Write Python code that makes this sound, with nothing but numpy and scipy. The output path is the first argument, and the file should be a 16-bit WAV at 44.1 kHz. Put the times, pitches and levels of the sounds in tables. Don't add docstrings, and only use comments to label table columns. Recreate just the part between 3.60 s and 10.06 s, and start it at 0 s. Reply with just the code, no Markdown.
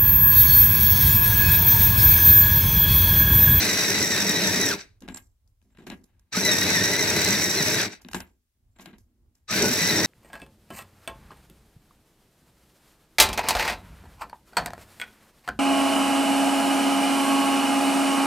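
import sys
import numpy as np
from scipy import signal
from scipy.fft import rfft, irfft, next_fast_len
from scipy.io import wavfile
from scipy.ndimage import uniform_filter1d, map_coordinates

SR = 44100
rng = np.random.default_rng(int(sys.argv[2]) if len(sys.argv) > 2 else 0)


def decibels_to_gain(level_db):
    exponent = np.asarray(level_db, float) / 20
    return 10 ** exponent


def unload_wav(signal):
    wavfile.write(
        sys.argv[1],
        SR,
        np.round(np.clip(np.atleast_2d(signal).T, -1, 1) * 32767).astype(np.int16),
    )


N = 284886
T = np.arange(N) / SR

# t/s, peak level/dB,
# knock level/dB, mid level/dB, left-right/dB
TAPS = [(1.4057, -47, -68, -65, 0), (1.4216, -45, -37, -46, 1), (1.4787, -47, -57, -41, -3.5),
        (1.486, -41, -43, -35.5, 5), (1.5447, -36, -36, -49, 5), (1.5597, -45, -40, -50, -4),
        (1.5713, -32, -61, -41, -2), (1.8756, -62, -79.5, -86, 9), (2.016, -70, -65.5, -72.5, 13.5),
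        (2.0253, -66, -60, -72.5, -9), (2.1488, -76, -60, -69, 0), (2.1722, -58, -67.5, -52, 1),
        (2.1863, -68, -36, -53, 2), (2.2675, -46, -56, -41, -2), (2.3006, -37, -31, -34, 4),
        (2.3194, -48, -47, -49.5, 3), (2.4405, -47.5, -66, -69, -7), (2.595, -54.5, -80, -70, -3),
        (2.7713, -20, -14, -29.5, 2.5)] + [(4.3346, -46, -41, -40, -3), (4.4184, -46, -62, -60, -3),
                             (4.4482, -62, -34.5, -44, 1), (4.4859, -40, -45, -38, 1),
                             (4.5134, -45.5, -64, -45, -0.5), (4.5328, -29, -47.5, -31, 0.5),
                             (4.5456, -28, -19.5, -29.5, 4), (4.604, -29.5, -43, -40, -0.5),
                             (5.163, -69, -69, -66, 1), (5.1866, -54, -62, -52, 0),
                             (5.197, -62, -59, -43, 0), (5.258, -38.5, -55, -38.5, 4.5),
                             (5.3303, -71.5, -40.5, -58, 1.5), (5.3829, -51, -51, -63, -4.5),
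                             (5.7528, -54.5, -65.5, -76.5, 2)]
# f/Hz, width/Hz, level/dB
SOCKET = [(255, 44, 1.5), (183, 46, 0), (332, 60, -7)]
# f/Hz, width/Hz, level/dB
WOOD = [(830, 390, -2), (1630, 61, 3.5), (1923, 450, -6.5), (2950, 600, -6), (3880, 420, -6)]
# f/Hz, width/Hz, level/dB
RIM = [(5680, 2700, -2), (7550, 220, 0.5), (10400, 5400, -12.5), (13550, 2500, -7.5)]


def unit(x):
    return x / np.sqrt(np.mean(x ** 2) + 1e-20)


def along(points, hz):
    f, v = np.transpose(points)
    return np.interp(np.log(hz + 1), np.log(f + 1), v)


def wobble(rate):
    knots = rng.standard_normal(int(N * rate / SR) + 4)
    return map_coordinates(knots, [T * rate])


def filtered(x, response):
    m = next_fast_len(N + SR // 2)
    return irfft(rfft(x, m) * response(np.fft.rfftfreq(m, 1 / SR)), m)[..., :N]


def resonant(x, modes, fill_db=-150, low_hz=30, high_hz=20000):
    # f/Hz, correlation
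    alike = [(100, 0.97), (350, 0.95), (700, .86), (1400, 0.68), (2800, 0.45), (5600, 0.25), (10000, 0.12),
             (15000, 0.15)]

    def body(f):
        total = decibels_to_gain(fill_db)
        for k, (centre, width, db) in enumerate(modes):
            mode = 1j * f * width / (centre * centre - f * f + 1j * f * width)
            total = total + (-1) ** k * decibels_to_gain(db) * mode
        return total / np.sqrt((1 + (low_hz / (f + 1)) ** 6) * (1 + (f / high_hz) ** 6))

    def response(f):
        turn = np.arccos(np.clip(along(alike, f), -1, 1)) / 2
        return body(f) * [np.cos(turn), np.sin(turn)]

    mid, side = filtered(x, response)
    return np.array([mid + side, mid - side])


def grit(per_s, spread_db):
    clicks = rng.random(N) < per_s / SR
    return clicks * decibels_to_gain(spread_db * rng.exponential(size=N)) * rng.standard_normal((2, N))


def controls(tables, outside):
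    total = outside
    for table in tables:
        s, *columns = np.transpose(table)
        total = total + np.array([np.interp(T, s, c - outside, 0, 0) for c in columns])
    return total


def speed():
    # t/s, gear mesh f/Hz, whine level/dB
    course = [
        [(0, 1950, -35), (1.06, 1950, -36), (1.09, 1800, -39), (1.112, 1600, -33), (1.135, 1250, -40),
         (1.145, 1000, -48), (1.2, 600, -70)],
        [(2.73, 1270, -55), (2.752, 1280, -33), (2.785, 1480, -31), (2.805, 1850, -42), (2.83, 1950, -33),
         (4.16, 1950, -38), (4.192, 1840, -39), (4.21, 1600, -34), (4.235, 1400, -44), (4.29, 900, -62)],
        [(5.885, 1238, -55), (5.905, 1238, -36), (5.955, 1560, -35), (6.0, 1650, -40), (6.05, 1450, -35),
         (6.09, 1520, -31), (6.125, 1771, -40), (6.17, 1790, -40), (6.195, 1950, -36), (6.46, 1950, -35)],
    ]
    # t/s, overspeed/Hz, drag/s, sag/Hz, whine level/dB
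    cutter_turns = [(.015, 95, .031, 60, 0), (.076, 130, .054, 170, -1), (.174, 85, .046, 135, 1),
                    (.25, 30, .047, 205, 0), (.343, 65, .036, 105, 1), (.419, 70, .044, 220, 1),
                    (.509, 30, .044, 195, 1), (.585, -45, .04, 125, 0), (.674, 22, .044, 135, 1),
                    (.758, 22, .042, 105, 1), (.83, 10, .066, 210, 3), (.944, -32, .03, 58, 0),
                    (1.014, 42, .045, 130, 1), (2.864, 60, .094, 210, 4), (3.01, -30, .028, 30, 1),
                    (3.088, 150, .033, 150, 0), (3.141, 50, .056, 250, 2), (3.235, -30, .06, 25, 1),
                    (3.325, 62, .036, 75, 2), (3.393, 135, .052, 270, 1), (3.479, -20, .037, 85, -1),
                    (3.568, 78, .042, 115, 1), (3.658, 100, .035, 65, 1), (3.73, 62, .048, 240, 1),
                    (3.818, 0, .066, 62, 1), (3.908, 15, .021, 55, 0), (3.983, 138, .04, 270, 2),
                    (4.059, -20, .038, 220, -2), (6.208, 48, .038, 70, 2), (6.286, 85, .05, 200, 1),
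                    (6.357, -18, .045, 150, 1)]
    free_s, idle_s = .04, .2
    s, hz, whine_db = np.transpose(np.vstack(course))
    start, over_hz, drag, sag_hz, turn_db = np.transpose(cutter_turns)
    caught = start + drag
    gap = np.diff(start, append=np.inf) > idle_s
    knots = np.concatenate([start, caught, caught[gap] + free_s, start[1:][gap[:-1]] - free_s])
    order, rest = np.argsort(knots), np.zeros(2 * gap.sum() - 1)

    def ripple(at_start, at_sag):
        return np.interp(T, knots[order], np.concatenate([at_start, at_sag, rest])[order])

    running_db = controls([np.array(burst)[:, [0, 2]] for burst in course], -150)[0]
    mesh_hz = np.interp(T, s, hz) + ripple(over_hz, over_hz - sag_hz)
    return mesh_hz, running_db + ripple(turn_db, turn_db - 2.5)


def gears():
    # f/Hz, level/dB
    cap = [(2000, -12.5), (3200, -1), (3650, 1), (4200, 3), (4900, 0.5), (5400, 3), (6100, -8), (7000, -15)]
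    hz, whine_db = speed()
    hz = uniform_filter1d(hz, size=500)
    load = -np.tanh(np.gradient(hz) * SR / 1800)
    cycles = np.cumsum(hz * (1 + .011 * wobble(110))) / SR
    first = decibels_to_gain(5 * np.minimum(load, .3)) * decibels_to_gain(whine_db)
    octave = first * decibels_to_gain(-36 * (1 - hz / hz.max()))
    levels = [first, octave * decibels_to_gain(along(cap, 2 * hz)), decibels_to_gain(0.5) * octave * decibels_to_gain(along(cap, 3 * hz))]
    runout = 1 + .3 * np.sin(2 * np.pi * cycles / 10.3)
    lead = np.array([[1], [-1]]) * (0.42 + 0.39 * wobble(16))
    whine = 0
    for k, level in enumerate(levels):
        flutter = decibels_to_gain(3.2 * wobble(85) - .5)
        whine = whine + level * flutter * np.sin(2 * np.pi * (k + 1) * cycles + (-1) ** k * lead)
    return cycles, decibels_to_gain(5.5) * runout * whine


def bites():
    # t/s, peak level/dB
    blade_bites = [(0.0248, -16), (0.0498, -18.5), (0.0897, -19.5), (0.1296, -17), (0.1506, -23.5), (0.1725, -24),
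                   (0.1895, -21.5), (0.2084, -18.5), (0.2359, -17.5), (0.2808, -16.5), (0.3012, -16.5),
                   (0.3436, -17), (0.4065, -17.5), (0.4244, -14), (0.4544, -18.5), (0.4723, -20.5), (0.5033, -19),
                   (0.5172, -16.5), (0.5357, -17), (0.5611, -19.5), (0.5776, -19), (0.599, -15), (0.619, -17),
                   (0.6424, -20.5), (0.6659, -19), (0.6923, -14.5), (0.7572, -15.5), (0.815, -15), (0.8345, -17),
                   (0.8699, -17), (0.8939, -19), (0.9163, -25), (0.9373, -20.5), (0.9577, -17.5), (1.0101, -17),
                   (1.061, -17), (1.0859, -16.5), (1.1348, -24.5),
                   (2.7588, -20), (2.7842, -18.5), (2.806, -16.5), (2.848, -15), (2.8683, -17), (2.9125, -19),
              (2.9319, -14), (2.9631, -20), (2.9818, -17.5), (3.0047, -20), (3.0287, -17), (3.1, -15),
              (3.1268, -18.5), (3.146, -19), (3.1644, -18), (3.1812, -19), (3.2339, -18), (3.2527, -16.5),
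              (3.311, -19), (3.3327, -20), (3.3904, -20), (3.4063, -16), (3.4245, -16), (3.4742, -18.5),
              (3.4989, -15.5), (3.5625, -13), (3.6164, -17.5), (3.6442, -15), (3.6842, -15),
              (3.7052, -17.5), (3.7286, -17.5), (3.7491, -18.5), (3.777, -22), (3.795, -24), (3.8174, -18),
              (3.8379, -18.5), (3.8559, -20.5), (3.8918, -16.5), (3.9482, -19.5), (3.9686, -19.5),
              (3.9843, -20), (4.0039, -17.5), (4.0228, -14), (4.0591, -19), (4.0805, -16.5),
              (4.1174, -20.5), (4.1413, -19), (4.207, -21.5), (4.228, -25),
                   (5.9094, -22), (5.9383, -19.5), (5.9603, -17.5), (5.9827, -17), (6.0211, -14.5), (6.054, -17.5),
            (6.081, -21), (6.1103, -14.5), (6.1314, -12), (6.1947, -18.5), (6.2172, -17.5), (6.3044, -18),
            (6.3214, -17.5), (6.358, -19.5), (6.3803, -16.5), (6.3977, -15.5), (6.4436, -17.5)]
    bite_s, between = 0.01, 0.85
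    s, db = np.transpose(blade_bites)
    u = np.arange(round(3 * bite_s * SR)) / (bite_s * SR / 4)
    marks = np.bincount((s * SR).astype(int), decibels_to_gain(db + 14.5), minlength=N)[:N]
    swell = signal.fftconvolve(marks, u * np.exp(1 - u))[:N]
    return 20 * np.log10(between + abs(swell))


def shell_hum(cycles, shake, shake_db):
    # f/Hz, width/Hz, level/dB
    held_modes = [(98, 18, -4), (191, 39, -1), (310, 50, -3.5), (418, 52, -3), (614, 78, -10),
                  (913, 110, -11.5)]
    shaft = decibels_to_gain(5.0 * np.sin(2 * np.pi * cycles / 10.3 + wobble(30)))
    push = decibels_to_gain(0.4 * shake + 0.49 * wobble(8.2)) * shaft * rng.standard_normal((2, N))
    level = decibels_to_gain(-28.5 + shake_db - 0.5 + 0.59 * wobble(22))
    return level * unit(resonant(push, held_modes, -26.0, 34, 1200))


def grinding(hard, shake, cut_db):
    # f/Hz, width/Hz, level/dB
    wall_modes = [(1536, 240, -11.5), (2146, 530, -5.5), (2536, 410, -10), (3835, 290, -5.5),
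                  (4800, 250, -13.5)]
    tearing = decibels_to_gain(0.34 * hard + 0.87 * shake + 1.1 * wobble(150)) * grit(12000, 0.52)
    level = decibels_to_gain(-0.5) * decibels_to_gain(-27.5 + cut_db + wobble(20))
    return level * unit(resonant(tearing, wall_modes, -18, 540, 6000))


def blade_hiss(hard, shake, cut_db):
    # f/Hz, width/Hz, level/dB
    steel_modes = [(5438, 420, -3), (5915, 350, 0), (7686, 280, -7)]
    # f/Hz, width/Hz, level/dB
    chip_modes = [(9870, 2100, -19), (11680, 710, -11.5), (14000, 3600, -22.5)]
    edge = decibels_to_gain(hard + 0.14 * shake + 2.0 * wobble(180)) * grit(14000, 0.79)
    steel = unit(resonant(edge, steel_modes, -44, 4900, 8600))
    chips = unit(resonant(edge, chip_modes, -30.5, 8500))
    return decibels_to_gain(-28.5 + 1.2 * cut_db + wobble(23)) * steel + decibels_to_gain(-37.5 + 2.6 * cut_db) * chips


def jolts():
    # t/s, peak level/dB, f/Hz
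    jerks = [(0.03, -21, 212.8), (0.067, -24.5, 187.6), (0.115, -24, 178.7), (0.22, -23, 205.9),
             (0.289, -19.5, 406.7), (0.399, -22, 419.6), (0.498, -24.5, 205), (0.578, -19, 199.4),
             (0.646, -21, 194), (0.694, -22, 200.8), (0.766, -20, 172.7), (0.824, -19, 191),
             (0.963, -21.5, 240), (1.104, -23, 398), (2.935, -22, 272), (3.112, -17.5, 191),
             (3.246, -24.5, 172), (3.406, -17.5, 417), (3.688, -21.5, 202), (3.731, -20, 199),
             (3.825, -20.5, 172), (3.961, -22, 396), (4.001, -19, 161), (4.132, -23.5, 425),
             (4.17, -26.5, 170), (5.926, -22, 205), (6.0, -17, 405.5), (6.033, -13.5, 208.5),
             (6.101, -17, 242), (6.212, -18.5, 167.4), (6.313, -21.5, 314.4), (2.875, -20, 610),
             (2.775, -19, 190), (3.15, -21, 170), (4.07, -25, 620)]
    t60_s = .14
    out, t = np.zeros(N + SR), np.arange(SR // 8) / SR
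    for (s, db, hz), turn in zip(jerks, rng.random(len(jerks))):
        envelope = decibels_to_gain(db - 60 * t / t60_s) * (1 - np.exp(-t / 0.0087))
        out[round(s * SR):][:len(t)] += envelope * np.sin(2 * np.pi * (hz * t + turn))
    return out[:N]


def sharpener():
    # t/s, cutting level/dB, shaking level/dB
    effort = [
        [(0, 1, -1.5), (.33, 0, -2.5), (.7, -0.5, -1.5), (1.04, 0.5, 1.5), (1.132, -1, -2.5),
         (1.172, -16.5, -13.5), (1.212, -13, -28), (1.25, -29, -31), (1.39, -58, -90.5)],
        [(2.708, -60.5, -55), (2.727, -6.5, -25), (2.768, -1, -4), (2.83, 0, -1), (4.2, 0, -1),
         (4.261, -4.5, -5), (4.293, -21, -13.5), (4.333, -13.5, -26), (4.4, -40.5, -41)],
        [(5.87, -61, -61.5), (5.882, -17.5, -34), (5.91, -2, -7), (5.97, 0, -3), (6.04, 0, 5), (6.104, 0, -1),
         (6.3, 1, -1.5), (6.4, -0.5, 5), (6.46, -0.5, -1.5)],
    ]
    cycles, whine = gears()
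    cut_db, shake_db = controls(effort, -120)
    hard, shake = bites(), wobble(14)
    cutting = grinding(hard, shake, cut_db) + blade_hiss(hard, shake, cut_db)
    return shell_hum(cycles, shake, shake_db) + cutting + jolts() + whine


def room_tone():
    # f/Hz, level/dB per Hz
    quiet = [(12, -39.5), (20, 0), (65, 8.5), (110, 3), (135, -12), (558, -27.5), (1700, -34.5),
             (16000, -46.5)]
    # t/s, rumble level/dB
    sways = [(1.3, -59), (1.5, -48), (1.66, -57.5), (1.88, -63), (2.03, -65), (2.31, -51), (2.58, -60),
             (4.56, -51), (5.06, -64), (5.2, -62.5), (5.39, -57), (5.66, -58.5), (5.83, -62.5)]
    still_db, sway_db_per_s = -74, 89.5

    def far(f):
        sides = [np.ones_like(f), np.clip(0.15 + f / 1500, 0, 1)]
        return decibels_to_gain(along(quiet, f)) / (1 + (f / 1500) ** 4) * sides

    mid, side = filtered(rng.standard_normal((2, N)), far)
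    sway_db = np.max([db - sway_db_per_s * abs(T - s) for s, db in sways], axis=0)
    level = decibels_to_gain(sway_db.clip(still_db)) * decibels_to_gain(2.2 * wobble(9))
    rumble = level * unit(np.array([mid + side, mid - side]))
    return rumble + decibels_to_gain(-88 + 6.0) * rng.standard_normal((2, N))


def taps():
    length = 900
    crack, ring, knock = np.zeros((3, 2, N + length))
    aim_db = np.zeros(N + length)
    t = np.arange(length) / SR
    push = np.sin(np.pi * np.clip(t / 0.0015, 0, 1))
    for s, db, knock_db, mid_db, pan_db in TAPS:
        at = slice(round(s * SR), round(s * SR) + length)
        crack[:, at] += decibels_to_gain(db + 2 - 60 * t / .018) * rng.standard_normal((2, length))
        ring[:, at] += decibels_to_gain(mid_db + 16 - 60 * t / .014) * rng.standard_normal((2, length))
        knock[0, at] += decibels_to_gain(knock_db + 5.5) * push
        aim_db[at] = pan_db / 2
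    bright = resonant(crack[:, :N], RIM, -17.5, 3000) + resonant(ring[:, :N], WOOD, -30.0, 200, 6000)
    return bright * decibels_to_gain([aim_db[:N], -aim_db[:N]]) + resonant(knock[:, :N], SOCKET)


def contact_dip():
    dip = sum(np.exp(-((T - s + .007) / .006) ** 2) * (T < s) for s in np.transpose(TAPS)[0])
    return decibels_to_gain(-6 * np.clip(dip, 0, 1))


def strokes(rows, lasts):
    silent = (-200, -200, 1)
    s, a_db, b_db, t60 = np.transpose([(0, *silent), *rows, (N / SR + 1, *silent)])
    now = np.searchsorted(s, T, side="right") - 1
    dying = np.array([a_db[now], b_db[now]]) - 60 * (T - s[now]) / (abs(t60[now]) * [[lasts], [1]])
    rise_db_per_s = 3001.5
    coming = np.array([a_db[now + 1], b_db[now + 1]]) - rise_db_per_s * (s[now + 1] - T)
    return decibels_to_gain(np.maximum(dying, coming))


def tip_slide(slips):
    # t/s, squeak level/dB, hiss level/dB, t60/s
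    tip_strokes = [(1.41, -75, -68.5, 0.19), (1.484, -60.5, -65.5, .4), (1.546, -40.5, -58, .05),
                   (1.561, -41, -58, .05), (1.575, -40, -45, 0.026), (1.595, -63.5, -69, .3),
                   (1.878, -95, -84, .15), (2.03, -91.5, -84, .9), (2.11, -84, -90, 3),
                   (2.184, -72, -75, 0.37), (2.27, -62, -54.5, 0.16), (2.298, -56.5, -63, .2),
                   (2.316, -79, -67, 0.29), (2.438, -80.5, -71.5, .17), (4.416, -78, -65, .25),
                   (4.516, -74, -54, .5), (4.546, -45, -45, .2), (4.6, -50, -54, 0.063),
                   (4.634, -78.5, -75.5, 0.43), (5.115, -89, -95, 3), (5.163, -71, -87, .4),
                   (5.188, -72, -68, .5), (5.208, -70, -59.5, 0.6), (5.229, -74, -67, .6),
                   (5.26, -61, -67, .06), (5.274, -82, -77, .4), (5.386, -79, -70, 0.17),
                   (5.75, -80.5, -79.5, 0.26)]
    # f/Hz, width/Hz, level/dB
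    guide_modes = [(7520, 140, 0)]
    squeak, hiss = strokes(tip_strokes, 0.91)
    guide = unit(resonant(slips * grit(6000, 1.5), guide_modes, low_hz=6500, high_hz=8440))
    rim = unit(resonant(slips * grit(9000, 1.5), RIM, low_hz=4080))
    return decibels_to_gain(2.5) * squeak * guide + decibels_to_gain(4.0) * hiss * rim


def side_rub(slips):
    # t/s, thrum level/dB, scrape level/dB, t60/s
    side_strokes = [(1.42, -42.5, -59.5, 0.35), (1.486, -38.5, -44, 0.18), (1.548, -53, -46.5, 0.14),
                    (1.576, -56, -49.5, 0.1), (2.048, -66, -85.5, .5), (2.105, -70, -78.5, 3),
                    (2.15, -64, -65, 2), (2.186, -45, -56, 0.33), (2.27, -35, -42, 0.18),
                    (2.312, -33.5, -36.5, 0.091), (2.38, -54.5, -82, .8), (2.438, -56.5, -73, 0.11),
                    (2.46, -75, -78, 2), (4.4, -62, -57, 0.18), (4.458, -47, -62, 0.69),
                    (4.546, -29.5, -33, .15), (4.604, -42, -40.5, 0.093), (4.634, -56.5, -58.5, 0.2),
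                    (4.95, -81, -98, 3), (5.16, -64.5, -66, 0.68), (5.194, -48.5, -52, 0.41),
                    (5.26, -48, -44.5, 0.075), (5.274, -44.5, -54.5, 0.25), (5.335, -50.5, -56.5, 0.13),
                    (5.468, -70, -96, 2.2), (5.75, -76, -80, .4)]
    thrum, scrape = strokes(side_strokes, 2.1)
    barrel = unit(resonant(rng.standard_normal((2, N)), SOCKET))
    wood = unit(resonant(slips * grit(11000, 0.73), WOOD, -31.5, 400, 3600))
    return decibels_to_gain(-2.0) * thrum * barrel + decibels_to_gain(0.5) * scrape * wood


def slide():
    slips = decibels_to_gain(2.2 * wobble(120))
    return tip_slide(slips) + side_rub(slips)


def space(x):
    # f/Hz, t60/s
    decay = [(150, 0.43), (2000, 0.18), (5000, 0.014), (14000, 0.14)]
    # f/Hz, level/dB
    scatter = [(100, -37), (400, -21), (1000, -21), (3000, -7.5), (8000, -7), (15000, -4.5)]
    # f/Hz, left-right/dB
    tilt = [(100, 0.5), (1000, 0), (3500, 3.5), (8000, -3), (15000, -4)]
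    # f/Hz, share
    quarter = [(500, 0), (2000, .12), (5000, .45), (15000, .35)]
    hz, t, z = signal.stft(rng.standard_normal((2, SR // 2)), SR, nperseg=256)
    tail = signal.istft(z * decibels_to_gain(-60 * t / along(decay, hz)[:, None]), SR, nperseg=256)[1]
    tail *= decibels_to_gain(np.interp(np.arange(tail.shape[1]) / SR, [0, .007, .012], [-80, -80, 0]))
    room = signal.fftconvolve(x, tail / np.linalg.norm(tail[0]), axes=1)[:, :N]
    twist = filtered(x.mean(axis=0), lambda f: 1j * along(quarter, f))
    direct = filtered(x + [twist, -twist], lambda f: decibels_to_gain(along(tilt, f) * [[.5], [-.5]]))
    return direct + filtered(room, lambda f: decibels_to_gain(along(scatter, f)))


def scene():
    return space(sharpener() + contact_dip() * slide() + taps()) + room_tone()


def low_pass(x):
    return signal.sosfilt(signal.butter(12, 16670, fs=SR, output="sos"), x)


def record(dry):
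    mix = filtered(dry, lambda f: np.clip((16050 - f) / 300, 0, 1) ** 2)
    return low_pass(mix)


dry = scene()
out = record(dry)
unload_wav(out)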